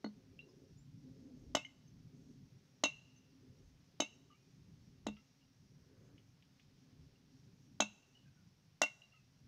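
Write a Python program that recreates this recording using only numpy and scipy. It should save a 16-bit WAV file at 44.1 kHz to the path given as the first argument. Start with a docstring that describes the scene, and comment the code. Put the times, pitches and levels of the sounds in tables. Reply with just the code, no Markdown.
"""On a patio, a rubber mallet knocks on the mouth of a hand-held glass bottle, partly filled with water.
Decaying sines make the thud, the ringing walls and the hoot of the air; bursts of noise make crack and splash.
Blurred gliding tones make the swinging main ring, small tinkles and one bird cheep; a house wall echoes the bottle.
Shaped noise makes the glove's rustle, the gusts that rumble on the microphone and the steady hiss."""
import sys
import numpy as np
from scipy import signal
from scipy.fft import rfft, irfft
from scipy.io import wavfile
from scipy.ndimage import map_coordinates

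SR = 44100
rng = np.random.default_rng(int(sys.argv[2]) if len(sys.argv) > 2 else 0)


def dump_mix(stems):
    """Bounce the given channels to the path in sys.argv[1] as a 16-bit WAV at rate SR."""
    frames = np.atleast_2d(stems).T  # one column per channel
    limited = np.clip(frames, -1, 1)  # hard clip at full scale
    pcm = np.round(limited * 32767).astype(np.int16)
    wavfile.write(sys.argv[1], SR, pcm)


N = 417627
SHORT = SR // 2   # samples in each short sound: half a second
T = np.arange(SHORT) / SR   # its clock in seconds

# Levels in the tables are starting points: offsets in the code, the microphone and the yard come on top.
# Spectra are curves of relative level; t60 is the time to fall by 60 dB.


def from_db(db):
    """Gain of a level in dB."""
    return 10 ** (np.asarray(db) / 20)


def rms_one(x):
    """Scales a sound to unit rms."""
    return x / np.sqrt(np.mean(x ** 2) + 1e-20)


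def in_time(rows):
    """Draws the columns of a table as straight lines between its times, sample by sample."""
    s, *columns = np.transpose(rows)
    return [np.interp(np.arange(N) / SR, s, column) for column in columns]


def coloured(spectrum, size):
    """White noise filtered to a spectrum drawn over log frequency; rms 1."""
    hz, db = np.transpose(spectrum)
    grid = np.maximum(np.arange(size // 2 + 1) * SR / size, 1)
    gain = from_db(np.interp(np.log(grid), np.log(hz), db))
    return rms_one(irfft(rfft(rng.standard_normal(size)) * gain, size))


def drift(rate):
    """Slow random curve of spread 1: noise through two equal low-passes at the rate in Hz."""
    r = np.exp(-2 * np.pi * rate / SR)
    white = rng.standard_normal(N + SR)
    return rms_one(signal.lfilter([1], [1, -2 * r, r * r], white)[SR:])


def wobble(rate, t):
    """Smooth random curve of spread about 1, through a new value 'rate' times a second."""
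    return map_coordinates(rng.standard_normal(120), [np.clip(t * rate, 0, 119)])


def dying(t60, lag=0.):
    """Half a second of exponential decay that starts after a lag."""
    t = T - lag
    return (t >= 0) * from_db(-60 * np.maximum(t, 0) / t60)


# Moving water bends the modes: share of pitch, new values per second, seconds to build up
SLOSH_SHARE, SLOSH_RATE, SLOSH_RISE_S = 0.032, 120, 0.048


def modes(table, lag=0., swell=1e-4, slosh=0):
    """Decaying sines that rise over the swell time; with slosh each wanders more and more in pitch."""
    t = np.maximum(T - lag, 0)
    rise = 1 - np.exp(-t / max(swell, 1e-4))
    depth = slosh * np.minimum(t / SLOSH_RISE_S, 1)
    out = 0
    for hz, db, t60 in table:
        clock = t + SLOSH_SHARE * np.cumsum(depth * wobble(SLOSH_RATE, t)) / SR
        out = out + from_db(db) * rise * dying(t60, lag) * np.sin(2 * np.pi * hz * clock)
    return out


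def blurred(hz, share, width_hz):
    """A tone that follows a pitch curve; the noisy share spreads it into a band; height about 1."""
    t, share = np.arange(len(hz)) / SR, np.clip(share, 0, 1)
    carrier = np.exp(2j * np.pi * np.cumsum(hz) / SR)
    noise = (wobble(2 * width_hz, t) + 1j * wobble(2 * width_hz, t)) / np.sqrt(2)
    return np.imag(carrier * (np.sqrt(1 - share) + np.sqrt(share) * noise))


def add(out, s, sound):
    """Mixes a sound in at a time in seconds."""
    at = round(s * SR)
    out[at:at + len(sound)] += sound[:N - at]


# Wind strength. Each row: time in seconds, lowest hollow tone, higher hollow tones, low rumble, all in dB.
GUST_CURVE = [(0.0, -73, -77, -68.5), (.3, -70.5, -82, -62.5), (.5, -70, -69.5, -63),
              (.64, -71, -70, -64.5), (.84, -78, -92, -62.5), (1.08, -68, -75, -61.5),
              (1.27, -59.5, -71, -59.5), (1.42, -63, -74, -61), (1.66, -73, -85.5, -65),
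              (1.97, -76, -81.5, -62), (2.19, -67, -75, -64), (2.34, -63, -79.5, -62),
              (2.6, -81.5, -83.5, -68.5), (3.38, -76, -85, -69), (3.52, -75, -76, -63.5),
              (3.8, -83, -87.5, -68.5), (4.17, -76.5, -80.5, -71), (4.67, -83.5, -86, -64),
              (5.1, -74.5, -80, -64), (5.43, -82.5, -93, -72.5), (5.8, -78, -82.5, -65.5),
              (6.1, -66.5, -78, -62), (6.36, -82.5, -91, -68.5), (6.96, -73.5, -82, -66.5),
              (7.17, -76.5, -82, -71.5), (7.42, -74, -83.5, -67), (8.1, -83, -88, -66),
              (9.1, -92, -95, -71.5), (9.47, -80.5, -89, -63.5)]
# Tone of the rumble. Each row: frequency in Hz, level in dB.
RUMBLE_SPECTRUM = [(12, -63), (20, -21.5), (32, -12), (57, -11), (139, 3.5), (211, -6), (271, -17.5),
                   (300, -13.5), (390, -29), (660, -120)]
# Deep puffs on the microphone. Each row: loudest moment in seconds, level in dB.
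PUFFS = [(.76, -69), (1.469, -60.5), (2.02, -71), (3.68, -67), (4.85, -71), (5.1, -64), (7.05, -68.5)]
# Tone of the puffs. Each row: frequency in Hz, level in dB.
PUFF_SPECTRUM = [(15, -31.5), (35, -5.5), (60, -5.5), (90, -1.5), (150, -37), (400, -120)]
PUFF_HALF_S = 0.085   # level falls to 1/e this far from the middle
# Wind sings in a hollow, lowest tone first. Each row: frequency in Hz, filter width in Hz, offset in dB.
HOLLOW_TONES = [(263.1, 46.5, 2.5), (384.3, 77, 1), (511.6, 42, -8), (410, 150, -13.5)]


def wind():
    """Lumpy low rumble, deep puffs, and gust noise through the resonances of a hollow, each fluttering alone."""
    lowest_db, higher_db, rumble_db = in_time(GUST_CURVE)
    lumps = from_db(1.9 * drift(18) + 2.2 * drift(4))
    out = from_db(rumble_db) * rms_one(coloured(RUMBLE_SPECTRUM, N) * lumps)
    puff_level = sum(from_db(db) * np.exp(-((np.arange(N) / SR - s) / PUFF_HALF_S) ** 2) for s, db in PUFFS)
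    out += puff_level * coloured(PUFF_SPECTRUM, N)
    white = rng.standard_normal(N)
    for k, (hz, width, offset_db) in enumerate(HOLLOW_TONES):
        peak = signal.iirpeak(hz, hz / width, fs=SR)
        tone = rms_one(signal.lfilter(*peak, signal.lfilter(*peak, white)))   # two passes, a narrower peak
        gust_db = higher_db if k else lowest_db
        out += from_db(gust_db + offset_db + 2.4 * drift(8)) * tone
    return out


# Tone of the hiss. Each row: frequency in Hz, level in dB.
HISS_SPECTRUM = [(260, -25), (450, -3), (508, -6), (734, -5.5), (799, -6.5), (1260, -8.5), (1970, -8),
                 (3910, -9), (5380, -6), (8350, -29.5), (10900, -55), (18400, -120)]
# Brighter streaks, perhaps far insects. Each row: frequency in Hz, width in Hz, level against the hiss in dB.
HISS_STREAKS = [(5660, 180, -9), (6357, 360, -11.5)]
HISS_DB = -79


def hiss():
    """Far leaves and traffic: one noise split in pitch, and narrow streaks, each flickering a little."""
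    noise = coloured(HISS_SPECTRUM, N)
    low = signal.sosfiltfilt(signal.butter(2, 4200, fs=SR, output="sos"), noise)
    out = low * from_db(0.51 * drift(1.3)) + (noise - low) * from_db(1.4 * drift(3.6))
    for hz, width, db in HISS_STREAKS:
        streak = signal.lfilter(*signal.iirpeak(hz, hz / width, fs=SR), rng.standard_normal(N))
        out += from_db(db + 2.8 * drift(5)) * rms_one(streak)
    return from_db(HISS_DB) * out


# Mallet head. Each row: frequency in Hz, level in dB, t60 in seconds.
THUD_MODES = [(618.8, -4.5, 0.015), (701, -0.5, 0.015), (830, -9, .025), (890, -8.5, 0.032),
              (963, -2, 0.022)]


def thud(db):
    """The rubber touches, pushes, then bottoms out and pushes again."""
    touch = from_db(db - 10) * modes([(1650, 2, 0.0054), (4230, -2.0, 0.0027)])
    first = from_db(db - 5) * modes(THUD_MODES, lag=0.00042, swell=0.0003)
    second = from_db(db + 0.5) * modes(THUD_MODES, lag=0.001902, swell=0.00078)
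    return touch - first - second


# Gripped neck. Each row: frequency in Hz, level in dB, t60 in seconds.
NECK_MODES = [(1448, -1.5, 0.035), (2006, 4.5, .02)]


def neck(db):
    """The gripped neck gives a short, heavily damped knock."""
    return -from_db(db) * modes(NECK_MODES, swell=0.0013)


def push(db):
    """Hand and bottle are driven down: one low mode, 288 Hz with a t60 of 0.05 s."""
    return from_db(db) * modes([(288, 0, .05)], lag=0.0012, swell=0.00031)


# The cupped glove slaps with the air. One row: frequency in Hz, level against the air in dB, t60 in seconds.
PALM_MODE = (465, -5.5, 0.038)
AIR_HZ, AIR_T60_S = 209.3, 0.22


def air(db):
    """The palm slaps, then the air above the water hoots through the open neck."""
    slap = modes([PALM_MODE], lag=.002, swell=0.00081)
    hoot = modes([(AIR_HZ, 0, AIR_T60_S)], lag=0.0041, swell=0.0046)
    return from_db(db) * (slap + hoot)


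GLASS_LAG_S = 0.0023   # glass is reached once the rubber is squeezed flat
# Low wall mode. One row: frequency in Hz, level in dB, t60 in seconds.
LOW_MODE = (2160, 0, 0.15)
# Side wall mode. One row: frequency in Hz, level in dB, t60 in seconds.
SIDE_MODE = (2975, 7, 0.05)
# Upper ring. Each row: ratio to the upper pitch, level in dB, t60 in seconds.
UPPER_MODES = [(1, 5.5, 0.043), (.95, -4.5, 0.11), (.91, -9.5, .08), (1.05, -9, 0.069)]
# Rough tail of the upper ring. One row: ratio to the upper pitch, level in dB, t60 in seconds, width in Hz.
UPPER_TAIL = (1.02, -28.5, .5, 119)
# Top ring. Each row: frequency in Hz, level in dB, t60 in seconds.
TOP_MODES = [(5890, 5, 0.021), (6335, 3.5, 0.062), (6590, -13, 0.043), (7380, -3, 0.026)]


def walls(low_db, side_db, upper_db, upper_hz, top_db):
    """The glass walls ring in several modes, their pitch bent by the moving water."""
    upper = [(ratio * upper_hz, db, t60) for ratio, db, t60 in UPPER_MODES]
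    out = from_db(low_db) * modes([LOW_MODE], GLASS_LAG_S, swell=.002, slosh=1)
    out += from_db(side_db) * modes([SIDE_MODE], GLASS_LAG_S, swell=0.00019, slosh=0.95)
    out += from_db(upper_db) * modes(upper, GLASS_LAG_S, swell=0.00046, slosh=0.25)
    out += from_db(top_db) * modes(TOP_MODES, GLASS_LAG_S, swell=0.00029, slosh=1)
    ratio, tail_db, tail_t60, width_hz = UPPER_TAIL
    rough = blurred(np.full(SHORT, ratio * upper_hz), 0.94, width_hz)
    return out + from_db(upper_db + tail_db) * dying(tail_t60, GLASS_LAG_S) * rough


# Crack of the glass. Each row: frequency in Hz, level in dB.
CRACK_SPECTRUM = [(500, -7), (1500, -19), (3000, -4), (5000, -12.5), (6500, 0.5), (8000, -15),
                  (11000, -28.5), (16000, -30.5)]
# Highest part of the crack. Each row: frequency in Hz, level in dB.
SNAP_SPECTRUM = [(8000, -26.5), (10500, -2.5), (13000, -2), (16000, -13)]
# Water thrown up the walls. 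Each row: frequency in Hz, level in dB.
SPLASH_SPECTRUM = [(500, -26.5), (1200, -12), (2800, 2), (4000, -1), (4700, -6.5), (6200, 0), (7500, -17.5),
                   (12000, -42.5)]
CRACK_T60_S, SNAP_T60_S, SPLASH_T60_S = 0.022, 0.048, 0.28
SPLASH_DB = -32   # against the crack


def crack(crack_db, snap_db):
    """Glass cracks in bursts of noise; water thrown up the walls hisses on after it."""
    out = from_db(crack_db) * dying(CRACK_T60_S, GLASS_LAG_S) * coloured(CRACK_SPECTRUM, SHORT)
    out += from_db(snap_db + 7) * dying(SNAP_T60_S, GLASS_LAG_S) * coloured(SNAP_SPECTRUM, SHORT)
    out += from_db(crack_db + SPLASH_DB) * dying(SPLASH_T60_S) * coloured(SPLASH_SPECTRUM, SHORT)
    return out * np.clip((T - GLASS_LAG_S) / 0.00013, 0, 1)   # opens quickly after the lag


# Mallet blows. Each row: start in seconds, thud, neck, push, air, low wall ring, side wall ring and
# upper ring in dB, upper ring pitch in Hz, top ring, crack and snap in dB.
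MALLET_BLOWS = [(0.043, -38, -45.5, -33, -37, -70, -65, -60.5, 3920, -77, -59.5, -93),
                (1.549, -23, -33.5, -33, -56.5, -44, -36, -41.5, 3820, -47, -23, -50.5),
                (2.836, -24, -35, -29, -53, -44, -36, -34, 3980, -31.5, -25, -53.5),
                (4.001, -26, -42, -30, -52.5, -46, -40, -36.5, 3830, -32.5, -26.5, -54.5),
                (5.066, -33.5, -48.5, -32, -36.5, -60, -67, -48.5, 3876, -55, -39.5, -67),
                (7.802, -22.5, -32, -32, -39, -47.5, -46, -35.5, 3890, -30, -23, -58.5),
                (8.816, -21.5, -27, -33, -55.5, -46, -41, -41, 3880, -43, -22.5, -45.5)]


def bottle():
    """Rubber thuds first; the glass cracks and rings a moment later, the air inside hoots."""
    out = np.zeros(N)
    for (s, thud_db, neck_db, push_db, air_db, low_db, side_db,
         upper_db, upper_hz, top_db, crack_db, snap_db) in MALLET_BLOWS:
        blow = thud(thud_db) + neck(neck_db) + push(push_db) + air(air_db)
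        blow += walls(low_db, side_db, upper_db, upper_hz, top_db)
        blow += crack(crack_db, snap_db)
        add(out, s, blow)
    return out


# Walls nearby. Each row: delay in seconds, level in dB.
WALL_ECHOES = [(0.0182, -10), (0.025, -25.5), (0.043, -33.5)]
# Scattered tail, near and far. Each row: level in dB, t60 in seconds.
YARD_TAIL = [(-39, 0.12), (-62, 0.81)]
WALL_DULL_HZ, SCATTER_LOW_HZ = 4500, 470


def yard(x):
    """A few dull wall echoes and a scattered tail, thin in the bass, that dies in two stages."""
    echoes = np.zeros(SHORT)
    for s, db in WALL_ECHOES:
        echoes[round(s * SR)] += from_db(db)
    fall = sum(from_db(db) * dying(t60, lag=0.0035) for db, t60 in YARD_TAIL)
    scatter = rng.standard_normal(SHORT) * fall
    response = signal.lfilter(*signal.butter(1, WALL_DULL_HZ, fs=SR), echoes)
    response += signal.lfilter(*signal.butter(1, SCATTER_LOW_HZ, "high", fs=SR), scatter)
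    response[0] = 1   # the direct sound
    return signal.fftconvolve(x, response)[:N]


# Glass and water at and after the blows. Each row: start in seconds, level in dB, first pitch in Hz,
# end pitch in Hz, t60 in seconds, noisy share from 0 to 1.
TINKLE_NOTES = [(0.045, -46.5, 4280, 4420, 0.092, 0.16), (0.391, -51, 2746, 2775, 0.14, 0.6),
                (0.411, -68, 3930, 4100, 0.11, 0), (.485, -73, 1030, 1030, .08, 0.1),
                (.49, -71, 5120, 5050, .2, .8), (1.648, -47.5, 2143, 2080, 0.1, 0.1),
                (1.649, -46.5, 2990, 2950, 0.065, 0.6), (1.65, -56.5, 6430, 6300, 0.065, 0.96),
                (1.87, -66, 6300, 6260, 0.12, .5), (3.16, -64, 6200, 6040, 0.15, 0.4),
                (3.222, -76, 2846, 2820, 0.13, .3), (4.302, -65, 1170, 1290, 0.17, 0.55),
                (4.312, -71, 2930, 2790, 0.31, .9), (4.322, -78.5, 2060, 2470, 0.69, .7),
                (5.169, -67.5, 1334, 1330, 0.1, .1), (5.17, -71, 2100, 2080, 0.13, .7),
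                (5.169, -61.5, 2794, 2750, 0.11, .4), (5.41, -64.5, 2830, 2800, 0.094, 0.85),
                (7.157, -67, 2780, 2820, .04, .5), (8.148, -65.5, 2970, 2910, 0.3, 0.92),
                (8.251, -73.5, 1645, 1530, 0.29, .7), (8.256, -74, 2430, 2580, 0.19, 0.8),
                (8.369, -78, 1480, 1410, 0.38, .7), (8.858, -45, 2155, 2110, 0.081, .6),
                (9.019, -51, 2840, 2740, 0.091, 0.4), (9.021, -75.5, 3950, 3870, 0.23, 1),
                (9.121, -63, 2770, 2830, 0.11, 0.4), (9.138, -68.5, 1290, 1250, 0.14, .05),
                (9.135, -68, 2060, 2085, .15, .6), (9.141, -61, 2870, 2590, 0.22, 0.7)]
TINKLE_BLUR_HZ, TINKLE_GLIDE_S = 100, 0.051


def tinkles():
    """Short rings that glide in pitch, from clean to noisy."""
    out = np.zeros(N)
    for s, db, hz, end_hz, t60, share in TINKLE_NOTES:
        pitch = np.interp(T, [0, TINKLE_GLIDE_S], [hz, end_hz])
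        tone = blurred(pitch, share, TINKLE_BLUR_HZ)
        add(out, s, from_db(db) * (1 - np.exp(-T / 0.00061)) * dying(t60) * tone)
    return out


# Gloved fingers and rubber on the glass. Each row: start in seconds, level in dB.
GLASS_TICKS = [(0.3915, -67), (0.409, -73), (5.168, -66), (6.18, -64), (6.424, -64.5), (6.596, -64),
               (6.6455, -76)]
TICK_HZ, TICK_T60_S = 3340, 0.041


def ticks():
    """Dry ticks: decaying noise around the wall resonance."""
    out = np.zeros(N)
    band = [(TICK_HZ / 3, -20), (TICK_HZ, 0), (TICK_HZ * 1.23, -22), (TICK_HZ * 4, -60)]
    for s, db in GLASS_TICKS:
        add(out, s, from_db(db) * coloured(band, SHORT) * dying(TICK_T60_S))
    return out


CHEEP_S, CHEEP_DB, CHEEP_LOW_HZ, CHEEP_HIGH_HZ = .77, -64, 6360, 7350
CHEEP_RISE_S, CHEEP_T60_S, CHEEP_NOISY_SHARE, CHEEP_BLUR_HZ = .014, .2, .3, 120


def bird():
    """One slightly rough note that slides up in pitch as it swells, then fades."""
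    out = np.zeros(N)
    rise = 1 - np.exp(-T / CHEEP_RISE_S)
    pitch = CHEEP_LOW_HZ + (CHEEP_HIGH_HZ - CHEEP_LOW_HZ) * rise
    tone = blurred(pitch, CHEEP_NOISY_SHARE, CHEEP_BLUR_HZ)
    add(out, CHEEP_S, from_db(CHEEP_DB) * rise * dying(CHEEP_T60_S) * tone)
    return out


# Main wall ring after each firm blow, damped by the grip, then a weak tail. Each row: start in seconds,
# level in dB, swell in seconds, t60 in seconds, resting pitch in Hz, water swing in Hz before its fade, tail in dB.
MAIN_RINGS = [(1.566, -42.5, 0.013, 0.21, 2772, 169, -75.5), (2.84, -27, .008, .15, 2755, 44, -59),
              (4.006, -40, 0.016, 0.22, 2793, 154, -74), (5.072, -45, .012, .16, 2750, 58, -82),
              (7.807, -25, .018, .12, 2720, 84, -63), (8.819, -21.5, .014, 0.11, 2770, 50, -73)]
RING_TAIL_T60_S = 1
RING_BLUR_S, RING_BLUR_HZ = 0.1, 130   # time for the clean tone to become a band of noise, its width
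SWING_PERIOD_S, SWING_FADE_S = .125, .12   # fade to 1/e


def wall_ring():
    """The strongest wall mode swells and dies in two stages; clean at first, rough as the water splashes."""
    out = np.zeros(N)
    # water climbs the wall and lowers the pitch, falls back and raises it
    swing = np.sin(2 * np.pi * T / SWING_PERIOD_S) * np.exp(-T / SWING_FADE_S)
    for s, db, swell, t60, rest_hz, swing_hz, tail_db in MAIN_RINGS:
        level = from_db(db) * dying(t60) + from_db(tail_db) * dying(RING_TAIL_T60_S)
        tone = blurred(rest_hz - swing_hz * swing, (T / RING_BLUR_S) ** 2, RING_BLUR_HZ)
        add(out, s, np.minimum(T / swell, 1) * level * tone)
    return out


# Sleeve and glove on the bottle. Each row: frequency in Hz, level in dB.
CLOTH_SPECTRUM = [(200, -16), (450, 6), (800, -13), (1700, -9), (3000, -34.5)]
RUSTLE_S, RUSTLE_RISE_S, RUSTLE_FALL_S = 6.09, 0.5, 0.12   # loudest moment, rise before it, fall after it
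RUSTLE_DB, RUSTLE_LUMPS_DB = -75, 0.5


def rustle():
    """Sleeve and glove shift on the bottle: uneven soft noise that grows and ebbs while the grip changes."""
    shape = np.interp(np.arange(N) / SR - RUSTLE_S, [-RUSTLE_RISE_S, 0, RUSTLE_FALL_S], [0, 1, 0])
    level = from_db(RUSTLE_DB + RUSTLE_LUMPS_DB * drift(30))
    return shape * level * coloured(CLOTH_SPECTRUM, N)


MIC_LOW_HZ, MIC_HIGH_HZ = 134, 7600


def scene():
    """Bottle in the yard, bird and rustle through a microphone weak in bass and top, over wind and hiss."""
    near = yard(bottle() + wall_ring() + tinkles() + ticks()) + bird() + rustle()
    microphone = signal.butter(2, [MIC_LOW_HZ, MIC_HIGH_HZ], "band", fs=SR, output="sos")
    return (signal.sosfilt(microphone, near) + wind() + hiss())[None]


SELF_NOISE_DB = -89   # white noise of the amplifier, before the top is cut
STOP_HZ = 16065   # from here up everything is at least 40 dB down


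def record(dry):
    """The amplifier adds its noise, the top is cut."""
    noisy = dry + from_db(SELF_NOISE_DB) * rng.standard_normal(dry.shape)
    return signal.sosfilt(signal.cheby2(12, 40, STOP_HZ, fs=SR, output="sos"), noisy)


dry = scene()
out = record(dry)
dump_mix(out)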